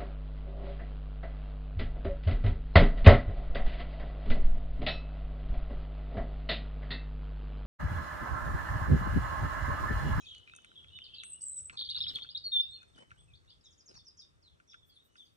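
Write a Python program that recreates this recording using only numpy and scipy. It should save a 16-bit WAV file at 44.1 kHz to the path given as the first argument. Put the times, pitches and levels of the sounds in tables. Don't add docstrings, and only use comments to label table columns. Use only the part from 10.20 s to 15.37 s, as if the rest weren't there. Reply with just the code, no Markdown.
import sys
import numpy as np
from scipy import signal
from scipy.fft import rfft, irfft, next_fast_len
from scipy.io import wavfile
from scipy.ndimage import uniform_filter1d, map_coordinates

SR = 44100
rng = np.random.default_rng(int(sys.argv[2]) if len(sys.argv) > 2 else 0)


def voltage_ratio(level):
    return 10 ** (np.asarray(level, float) / 20)


def put_to_file(sound):
    columns = np.atleast_2d(sound).T
    safe = np.clip(columns, -1, 1)
    whole_steps = np.round(safe * 32767)
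    wavfile.write(sys.argv[1], SR, whole_steps.astype(np.int16))


N = 227908


def unit(x):
    return x / np.sqrt(np.mean(x ** 2) + 1e-20)


def along(points, hz):
    f, v = np.transpose(points)
    return np.interp(np.log(hz + 1), np.log(f + 1), v)


def wobble(rate_hz, size=N):
    knots = rng.standard_normal(int(size * rate_hz / SR) + 4)
    return map_coordinates(knots, [np.arange(size) * rate_hz / SR])


def filtered(x, response):
    m = next_fast_len(N + SR // 2)
    return irfft(rfft(x, m) * response(np.fft.rfftfreq(m, 1 / SR)), m)[..., :N]


# freq_hz, correlation
LIKENESS = [(40, 0.71), (150, 0.21), (600, 0.5214), (1500, 0.8085), (9000, 0.18), (14000, 0.97)]


def rush(spectrum, patchy_db):
    z = signal.stft(rng.standard_normal((2, N)), nperseg=512)[2]
    field = uniform_filter1d(rng.standard_normal(z.shape[1:]), 6, 0)
    field = uniform_filter1d(field, 10, 1)
    pair = signal.istft(z * voltage_ratio(patchy_db * unit(field)), nperseg=512)[1][:, :N]

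    def mid_side(hz):
        angle = np.arccos(np.clip(along(LIKENESS, hz), -1, 1)) / 2
        return voltage_ratio(along(spectrum, hz)) * [np.cos(angle), np.sin(angle)]

    mid, side = filtered(pair, mid_side)
    return unit(np.array([mid + side, mid - side]))


def add_voice(track, start_s, hz, gain):
    phase = 2 * np.pi * np.cumsum(hz) / SR
    start = max(round(start_s * SR), 0)
    track[start:][:len(hz)] += gain * (np.sin(phase) + voltage_ratio(-52) * np.sin(2 * phase))


def glides(rows, done):
    return [(s, length, a, a + done * (b - a), b, db) for s, length, a, b, db in rows]


def sing(rows, flutter_db, jitter, throb=0):
    pulse_hz = 165
    song = np.zeros(N + SR)
    for start_s, length_s, start_hz, middle_hz, end_hz, db in rows:
        u = np.linspace(0, 1, round(length_s * SR))
        hz = 2 * (u - .5) * (u - 1) * start_hz - 4 * u * (u - 1) * middle_hz + 2 * u * (u - .5) * end_hz
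        level = voltage_ratio(db + flutter_db * wobble(260, size=len(u)))
        pulses = 1 - throb * np.cos(np.pi * pulse_hz * length_s * u) ** 2
        swell = np.sin(np.pi * u ** .9) ** .6
        shaky_hz = hz * (1 + jitter * wobble(300, size=len(u)))
        add_voice(song, start_s, shaky_hz, pulses * level * swell)
    return song[:N]


def calls(tables, rate_hz, flutter_db, uneven):
    song = np.zeros(N + SR)
    for rows in tables:
        s, hz, db, *swing = np.transpose(rows)
        t = np.arange(s[0], s[-1], 1 / SR)
        beat = 2 * np.pi * rate_hz * (t - s[0]) + uneven * wobble(90, size=len(t))
        pitch = np.interp(t, s, hz)
        if swing:
            pitch = pitch + np.interp(t, s, swing[0]) * np.sin(beat)
        edge = np.clip(np.minimum(t - s[0], s[-1] - t) / .005, 0, 1)
        level_db = np.interp(t, s, db) + flutter_db * wobble(rate_hz * 2.9, size=len(t))
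        add_voice(song, s[0], pitch, edge * voltage_ratio(level_db))
    return song[:N]


# start_s, length_s, pitch_hz, peak_db
HELD = [(0.021, 0.0324, 2518, -43.5), (0.0, 0.0071, 3868, -54), (0.42, 0.012, 2980, -63),
        (0.436, 0.064, 3055, -65.5), (0.138, 0.069, 2969, -52.5), (0.306, 0.09, 2623, -53.5),
        (0.308, 0.0585, 3660, -70), (0.381, 0.0282, 3032, -59.5), (0.47, 0.051, 3840, -66.5),
        (0.719, 0.0712, 2979, -50.5), (0.75, 0.028, 3619, -52), (0.948, 0.1564, 2721, -50.5),
        (2.594, 0.046, 2486, -56), (3.977, 0.057, 3282, -78.5), (4.477, 0.0332, 3513, -75.5),
        (4.484, 0.061, 6167, -69), (4.517, 0.026, 5560, -69), (4.792, 0.0366, 3753, -68),
        (4.858, 0.16, 2950, -78.5), (0.203, 0.036, 3000, -59.5), (.005, 0.0164, 3320, -63),
        (1.19, 0.066, 2927, -72), (2.421, 0.032, 4416, -64.5), (2.25, .1, 7680, -82),
        (4.558, 0.0443, 3600, -69.5), (4.622, 0.0208, 3440, -66.5), (4.69, 0.0355, 3347, -68)]
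# start_s, length_s, start_hz, end_hz, peak_db
HOOKS = [(.056, 0.0583, 3750, 3232, -56), (.145, 0.019, 4980, 4054, -61), (.553, 0.039, 3750, 3323, -54),
         (.62, 0.029, 3350, 3223, -59.5), (.887, 0.033, 3590, 3288, -64), (2.549, .056, 3280, 2518, -62),
         (3.971, 0.019, 6900, 5460, -57.5), (3.965, 0.037, 5800, 5432, -71),
         (4.217, 0.035, 6510, 4380, -73), (4.474, 0.02043, 6300, 5499, -65.5),
         (4.515, 0.022, 3929, 3370, -59)]
DROPS = [
    (2.395, 0.062, 5206, 4816, -68),
    (3.078, 0.054, 2680, 2346, -56),
    (3.302, 0.00954, 5108, 3001, -58.5),
    (3.408, 0.011, 5850, 4000, -73),
    (3.786, 0.02, 3900, 3371, -63.5),
    (4.694, 0.038, 4990, 3975, -71.5),
    (4.72, 0.035, 4680, 4180, -68.5),
    (4.755, 0.0249, 4118, 3299, -63),
    (5.051, 0.026, 4964, 4405, -73.5),
    (4.957, 0.024, 6736, 3800, -71),
]
SLUMPS = [(.11, 0.024, 3300, 2833, -46.5), (1.517, 0.0716, 4330, 3836, -67.5),
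          (2.735, 0.0272, 3750, 2925, -68.5), (3.433, 0.0576, 3927, 3126, -61),
          (3.988, 0.02326, 5300, 4257, -56.5), (4.015, 0.0167, 3800, 3430, -59.5),
          (3.984, 0.022, 6700, 5690, -64.5), (4.005, 0.04, 5700, 5325, -66.5),
          (4.235, 0.057, 4300, 3196, -62.5), (4.495, 0.0226, 5640, 4413, -65),
          (4.975, 0.058, 3656, 3038, -60)]
RISES = [(4.738, 0.026, 8900, 11000, -73.5), (0.2683, 0.042, 2420, 2472, -42.5),
         (0.865, 0.014, 3350, 4200, -65), (.961, 0.0054, 3360, 4650, -78.5),
         (1.1166, 0.049, 2642, 2980, -55), (1.301, 0.044, 3914, 4152, -72),
         (2.3906, 0.09, 2693, 2787, -62.5), (2.7604, 0.077, 2991.2, 3052.4, -60.5),
         (2.964, 0.043, 2780, 3670, -66), (3.741, 0.047, 4560, 4396, -61.5),
         (3.1336, 0.015, 3187, 4160, -59.5), (3.151, 0.0096, 4128, 4632, -63),
         (3.2715, 0.04, 3360, 5202, -66.5), (3.265, 0.08, 2580, 3600, -69)]
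# start_s, peak_db
CHIPS = [
    (.047, -62),
    (0.84, -54),
    (0.943, -51),
]
# start_s, peak_db
CASCADE = [
    (3.437, -65),
    (3.504, -65),
    (3.577, -62),
    (3.658, -57),
    (3.74, -57.5),
    (3.846, -58.5),
]


def far_notes():
    held = [(s, length, hz, hz, db) for s, length, hz, db in HELD]
    chips = [(s, .022, 4950, 3450, db) for s, db in CHIPS]
    top_hz, end_hz, top_sinks_hz_per_s = 7610, 4741, 3500
    sweep_s, sweep_grows_s_per_s = .03, .05
    cascade = []
    for s, db in CASCADE:
        late_s = s - CASCADE[0][0]
        length_s = sweep_s + sweep_grows_s_per_s * late_s
        cascade.append((s, length_s, top_hz - top_sinks_hz_per_s * late_s, end_hz, db))
    rows = glides(held + RISES, done=.48) + glides(cascade, done=.55) + glides(HOOKS, done=.9)
    rows += glides(DROPS + chips, done=.65) + glides(SLUMPS, done=.27)
    return sing(rows, flutter_db=2.5, jitter=.007)


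# time_s, level_db
CHORUS = [(0.0, -52), (.1, -50), (.2, -58), (.3, -65), (0.55, -54.5), (.75, -51), (0.95, -39.5), (1.1, -71),
          (1.25, -85), (1.38, -63.5), (1.448, -78), (1.55, -81), (1.75, -41), (2.099, -51.5), (2.37, -84),
          (2.76, -77.5), (4.4, -81), (5.16, -70)]


def chorus():
    d = rng.random((700, 5))
    start_s, length_s = d[:, 0] * N / SR, .02 + .03 * d[:, 2]
    hz = 2600 * 1.55 ** d[:, 1]
    start_hz = hz * (1 + .3 * d[:, 3] ** 2)
    rows = np.transpose([start_s, length_s, start_hz, hz, 0.87 * hz, 6 * d[:, 4]])
    s, db = np.transpose(CHORUS)
    level = voltage_ratio(np.interp(np.arange(N) / SR, s, db) - 10.0)
    return level * unit(sing(rows, flutter_db=12, jitter=0.01))


# time_s, centre_hz, level_db, swing_hz
CHATTER = [
    [(0.0, 6168, -69.5, 747), (0.182, 6366, -91.5, 720), (0.2, 6600, -102, 750)],
    [(1.203, 5940, -71.5, 498.7), (1.215, 5940, -62.5, 399.8), (1.245, 6180, -84, 600),
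     (1.27, 6360, -70, 600)],
    [(1.208, 4860, -71, 248), (1.235, 4830, -83, 247)],
    [(1.29, 6730, -53, 714), (1.296, 7156, -82.5, 744), (1.41, 6280, -68, 821)],
]


def chatter():
    return voltage_ratio(3) * calls(CHATTER, rate_hz=110, flutter_db=5, uneven=1.5)


# peak_s, rise_s, fall_s, level_db
PASSES = [
    (0.668, 0.038, 0.092, -59.5),
    (0.95, 0.096, 0.13, -68.5),
    (1.409, 0.25, 0.46, -71.5),
    (1.898, 0.3, 0.92, -64),
    (2.74, 0.07, 0.069, -74),
    (2.932, 0.034, 0.41, -63),
    (3.74, 0.021, 0.16, -66.5),
]
# freq_hz, level_db_per_hz
TRAFFIC = [(15, -58.5), (28, -8.5), (45, 0), (87, 3.5), (134, -4), (166, -3), (209, -35), (520, -51),
           (880, -120)]
# freq_hz, level_db_per_hz
AIR = [(120, -28.5), (200, -5), (420, -6), (750, -13), (1340, -13.5), (1700, -13.5), (3500, -25),
       (5500, -22), (7500, -27), (8900, -24.5), (9700, -28.5), (10400, -39.5), (14500, -44), (16000, -58)]


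def town():
    t = np.arange(N) / SR
    passes = 0
    for s, rise_s, fall_s, db in PASSES:
        passes = passes + voltage_ratio(db) * np.exp(-((t - s) / np.where(t < s, rise_s, fall_s)) ** 2)
    level = np.hypot(voltage_ratio(-70 - 0.73 * t), passes)
    hum = level * voltage_ratio(1.5 * wobble(9)) * rush(TRAFFIC, patchy_db=2)
    return hum + voltage_ratio(-70 - 1.038 * t) * rush(AIR, patchy_db=0.5)


def strokes(rows):
    t = np.arange(N) / SR
    return sum(voltage_ratio(db) * np.exp(-((t - s) / half_s) ** 2) for s, half_s, db in rows)


# centre_s, half_length_s, level_db
SCUFFS = [
    (.04, 0.0424, -77.5),
    (.15, 0.048, -82.5),
    (.27, 0.0316, -93.5),
    (.4, 0.0525, -78.5),
    (1.75, 0.096, -75.5),
    (5.02, 0.094, -78.5),
]
RUBS = [(1.54, 0.022, -56.5), (1.8, 0.039, -63.5), (1.9, 0.031, -58), (1.97, 0.042, -56),
        (2.05, 0.02, -67.5), (2.65, 0.07, -72), (2.8, 0.041, -58.5), (2.92, 0.0286, -66.5),
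        (3.0, 0.036, -75), (3.26, 0.024, -74), (3.715, 0.024, -59), (3.76, 0.0212, -59.5)]
SWISHES = [
    (1.95, .03, -76),
    (4.685, .024, -76),
    (4.862, .024, -78),
    (5.05, .04, -88),
    (5.15, .03, -88),
]
# freq_hz, level_db_per_hz
SCUFF = [(4500, -38), (6000, 6.5), (7600, -16.5), (8600, 0), (9400, -1.5), (10200, -8.5), (10600, -54)]
GRIT = [(59, -38.5), (100, -1.5), (921, -6.5), (1250, -7), (2440, -13), (2960, -20), (3730, -14),
        (9700, -29), (12600, -63), (21300, -120)]
SWISH = [(5000, -32.5), (9000, -6.5), (10500, -16.5), (13800, -8.5), (15300, -2.5), (16000, -71)]


def hand():
    grains = voltage_ratio(3.5 * wobble(200))
    rubs = strokes(RUBS) * unit(grains * rush(GRIT, patchy_db=4.5))
    scuffs = strokes(SCUFFS) * rush(SCUFF, patchy_db=3)
    return rubs + scuffs + strokes(SWISHES) * rush(SWISH, patchy_db=1)


# freq_hz, width_hz
CASE = [(1482, 430), (2315, 1633), (6360, 780), (8900, 1400), (600, 2100)]
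# start_s, peak_db
SNAPS = [(.149, -60), (.168, -72), (.182, -67.5), (.198, -74.5), (.3513, -60.5), (1.036, -54.5),
         (1.3983, -67), (2.63, -67), (.121, -76), (.42, -72), (1.222, -69)]
CLICKS = [(.3361, -56), (.3865, -60), (.5161, -62.5), (1.7554, -65.5), (1.7683, -58), (2.0456, -57),
          (2.6304, -61), (2.9153, -55), (4.4004, -63.5), (4.5423, -55), (4.9561, -60.5), (.2, -72)]
PINGS = [(.2762, -61), (.2974, -58), (.446, -55.5), (1.035, -48), (1.4975, -48), (1.8648, -55),
         (1.969, -56), (1.9863, -51), (2.9068, -62.5), (4.5342, -64), (.645, -60.5), (.7885, -54),
         (4.4, -79), (4.543, -88), (4.955, -70), (1.51, -61.5)]
SPITS = [
    (.363, -52),
    (.448, -65),
    (1.7, -63),
    (1.9574, -60),
    (3.8844, -68),
    (3.805, -76),
    (2.41, -68),
    (4.02, -74),
]
LOW_CLICKS = [
    (1.51, -60),
    (1.5521, -64.5),
    (2.62, -62),
    (2.7793, -55),
    (3.7111, -69.5),
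]
KNOCKS = [
    (1.5366, -50),
    (1.615, -43.5),
    (3.701, -76),
]
SNAP = (-9.5, 2, 0, -4, -35)
CLICK = (2.5, -1, -26.5, -25, -26.5)
PING = (-6, 7.5, -26.5, -24, -27)
SPIT = (-19, -12.5, -3, 3.5, -32)
LOW_CLICK = (-2.5, -28, -15.5, -23.5, -25)
KNOCK = (-27.5, -18, -22.5, -27.5, -2.5)


def ticks():
    kinds = [(CLICKS, CLICK), (LOW_CLICKS, LOW_CLICK), (PINGS, PING),
             (SNAPS, SNAP), (SPITS, SPIT), (KNOCKS, KNOCK)]
    blows = np.zeros((len(CASE), N))
    for rows, strike_db in kinds:
        s, db = np.transpose(rows)
        scatter_db = 2 * rng.standard_normal((len(s), len(CASE))).T
        blows[:, np.round(s * SR).astype(int)] = voltage_ratio(np.add.outer(strike_db, db) + scatter_db)
    c, w = np.transpose(CASE)[:, :, None]

    def modes(f):
        resonance = (1j * f * w / (c * c - f * f + 1j * f * w)) ** 3
        return resonance * SR / w * voltage_ratio(4) / (1 + (f / 10300) ** 40)

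    return filtered(blows, modes).sum(axis=0)


# time_s, centre_hz, level_db, swing_hz
TRILL = [
    [(1.03, 8255, -52, 102.7), (1.09, 8384, -47.5, 181.2), (1.125, 8156, -47, 150.9),
     (1.15, 7980, -43.5, 94.5)],
    [(1.205, 8000, -57.5, 185.5), (1.222, 8039, -41, 194), (1.319, 8099, -40.5, 206.4),
     (1.402, 7913, -41.5, 150)],
    [(1.255, 7400, -53, 30.98), (1.275, 7614, -63, 30.2), (1.29, 7215, -41, 29.77)],
    [(1.375, 8900, -71.5, 59.03), (1.4, 8558, -76, 60), (1.425, 8674, -68.5, 58.8)],
    [(1.41, 8310, -53, 149.4), (1.469, 7928, -43, 151.4), (1.5, 8576, -72, 152.8)],
]


def trill():
    return calls(TRILL, rate_hz=91, flutter_db=5.5, uneven=1.8)


# time_s, centre_hz, level_db, swing_hz
BUZZ = [
    [(1.57, 3744, -46, 250), (1.585, 3463, -45, 296), (1.615, 3650, -41.5, 248), (1.635, 3459, -51.5, 250),
     (1.655, 3490, -53, 303), (1.683, 3352, -53.5, 306)],
    [(1.568, 4745, -52.5, 148.7), (1.582, 4324, -49.5, 251), (1.598, 4248, -41.5, 248),
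     (1.615, 4193, -46, 244), (1.64, 4154, -54, 198), (1.65, 4476, -49, 201), (1.683, 4056, -47, 203)],
]


def buzz():
    return calls(BUZZ, rate_hz=140, flutter_db=5, uneven=2.5)


# start_s, length_s, start_hz, middle_hz, end_hz
ARCHES = [(1.688, 0.0188, 3288, 3942, 4516), (1.699, 0.0192, 3769, 3740, 3892),
          (1.707, 0.019, 4403, 4256, 3000), (1.746, 0.015, 3400, 3825, 3838),
          (1.762, 0.01925, 4499, 3907, 3300), (1.769, 0.0169, 4000, 4356, 4437),
          (1.804, .026, 3321, 3709, 3750), (1.867, 0.027, 3453, 3833, 3687),
          (1.943, 0.024, 4042, 4316, 4200), (1.951, 0.022, 3441, 3513, 2962),
          (2.019, 0.012, 3696, 3415, 3210), (2.023, 0.018, 4200, 4344, 4304)]
ARCH_LEVELS = [-37, -42, -39, -36, -35.5, -46, -35.5, -36.5, -42.5, -42, -43, -44.5]
# start_s, length_s, start_hz, end_hz, peak_db
STROKES = [
    (1.812, 0.036, 5000, 5050, -57),
    (1.827, .026, 4600, 2950, -39),
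    (1.876, 0.028, 4976, 5250, -55),
    (1.89, .02, 4600, 2900, -40),
    (2.088, 0.014, 3200, 4250, -44),
    (2.1, .02, 4500, 4840, -57),
    (1.783, .014, 4900, 5050, -56),
]


def chirps():
    arches = [(*row, db) for row, db in zip(ARCHES, ARCH_LEVELS)]
    rows = arches + glides(STROKES, done=.65)
    return voltage_ratio(4.0) * sing(rows, flutter_db=2, jitter=.018, throb=.7)


# start_s, length_s, start_hz, end_hz, peak_db
CLEAR = [
    (2.148, 0.015, 3639, 3873, -35),
    (2.161, .02, 3292, 4953, -38.5),
]
# time_s, pitch_hz, level_db
WHISTLES = [
    [(2.238, 4520, -45), (2.262, 4380, -39), (2.271, 4330, -31), (2.277, 4300, -40), (2.282, 4260, -33),
     (2.292, 4260, -60)],
    [(2.316, 3666, -40), (2.335, 3650, -34), (2.35, 3588, -30), (2.358, 3572, -35), (2.366, 3541, -30),
     (2.39, 3510, -33.5), (2.399, 3550, -30), (2.411, 3620, -32), (2.448, 3600, -48)],
    [(2.458, 3661, -83.5), (2.473, 3797, -50.5), (2.55, 3657, -60.5)],
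    [(2.51, 4148, -65.5), (2.552, 4294, -44.5), (2.6, 3908, -80.5)],
]


def whistles():
    clear = sing(glides(CLEAR, done=.48), flutter_db=1.5, jitter=.004)
    return calls(WHISTLES, rate_hz=30, flutter_db=.8, uneven=0) + clear


def near_bird():
    return trill() + buzz() + chirps() + whistles()


# time_s, pitch_hz, level_db
PEEPS = [
    [(2.44, 8006, -91), (2.484, 7940, -79), (2.6, 7640, -99)],
    [(2.65, 8250, -86), (3.07, 8171, -80), (3.13, 8200, -99)],
]


def peeps():
    return calls(PEEPS, rate_hz=29, flutter_db=9.0, uneven=0)


def echoes(x, t60, alike, count=3):
    hz, t, z = signal.stft(rng.standard_normal((count, 3, SR)), SR, nperseg=256)
    tails = signal.istft(z * voltage_ratio(-60 * t / along(t60, hz)[:, None]), SR, nperseg=256)[1]
    share = np.clip(alike, 0, 1)
    pair = np.sqrt(share) * tails[:, :1] + np.sqrt(1 - share) * tails[:, 1:]
    offsets = np.arange(count)[:, None] / count
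    turns = np.cos(np.pi * (22 * np.arange(N) / SR + offsets)) ** 2
    parts = np.pad(x * turns, ((0, 0), (130, 0)))[:, None]
    return signal.fftconvolve(parts, pair / np.linalg.norm(pair[0, 0]), axes=2).sum(axis=0)[:, :N]


# freq_hz, t60_s
ROOM = [(1000, 0.087), (3500, 0.084), (9000, 0.27)]
TREES = [(2000, .17), (3500, 0.2), (4900, 0.19), (6000, 0.18), (8000, 0.23)]
YARD = [(1000, 0.15), (3500, 0.478), (9000, 0.033)]
HAND = [(500, 0.05), (2000, 0.05), (9000, 0.04)]
# freq_hz, gain_db
WINDOW = [(2400, -14.5), (3000, 1), (3550, 7.5), (3950, -0.5), (4330, 2), (4800, 11), (6000, -1.5),
          (6900, 5), (7600, -1.5)]


def scene():
    near, far, case = near_bird(), far_notes() + peeps(), ticks()
    crowd = chorus() + chatter()
    song = near + voltage_ratio(-5) * echoes(near, ROOM, alike=0.77)
    far += voltage_ratio(-12) * np.roll(far, round(.012 * SR))
    song += voltage_ratio(-3) * far + voltage_ratio(-3.5) * echoes(far, TREES, alike=0.52)
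    song += voltage_ratio(-2) * crowd + echoes(voltage_ratio(-4.5) * crowd, TREES, alike=0.32)
    song += echoes(voltage_ratio(-17) * near + voltage_ratio(-16) * far + voltage_ratio(-11.5) * crowd, YARD, alike=0.6)
    song = filtered(song, lambda hz: voltage_ratio(along(WINDOW, hz)))
    case = case + voltage_ratio(-7) * echoes(case, HAND, alike=0.88, count=1)
    return song + case + hand() + town()


# freq_hz, lead_rad
LEAD = [(30, -2), (150, -.9), (600, -3.3), (1290, -1.8), (1640, -3.0), (2330, -3.9), (2670, -5.7),
        (3450, -8.2), (4390, -7.4), (4820, -10.2), (6290, -14.5), (7060, -12.9), (8200, -13.8),
        (9470, -21.8), (11500, -25.6)]
# freq_hz, gain_db
TILT = [(30, 3), (200, 2.4), (400, .4), (9000, .3)]


def two_ports(dry):
    side = np.array([[.5], [-.5]])
    return filtered(dry, lambda hz: voltage_ratio(side * along(TILT, hz)) * np.exp(1j * side * along(LEAD, hz)))


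def band(x, low_hz, high_hz):
    return filtered(x, lambda hz: (hz > low_hz) & (hz < high_hz))


def thin_above(ports, loud_hz, weak_hz, gap_db, hold):
    loud, weak = band(ports, *loud_hz), band(ports, *weak_hz)
    loud_power = uniform_filter1d(loud[0] ** 2, size=hold)
    weak_power = uniform_filter1d(weak[0] ** 2, size=hold)
    over = loud_power > voltage_ratio(gap_db) * weak_power + voltage_ratio(-102)
    return ports - .95 * uniform_filter1d(1. * over, size=600) * weak


def low_pass(x):
    return signal.sosfilt(signal.butter(12, 15800, fs=SR, output="sos"), x)


def record(dry):
    ports = two_ports(dry)
    ports = thin_above(ports, (7000, 9100), (9100, SR), gap_db=50, hold=2500)
    ports = thin_above(ports, (2800, 5300), (5500, 7300), gap_db=76, hold=1500)
    return low_pass(ports)


dry = scene()
out = record(dry)
put_to_file(out)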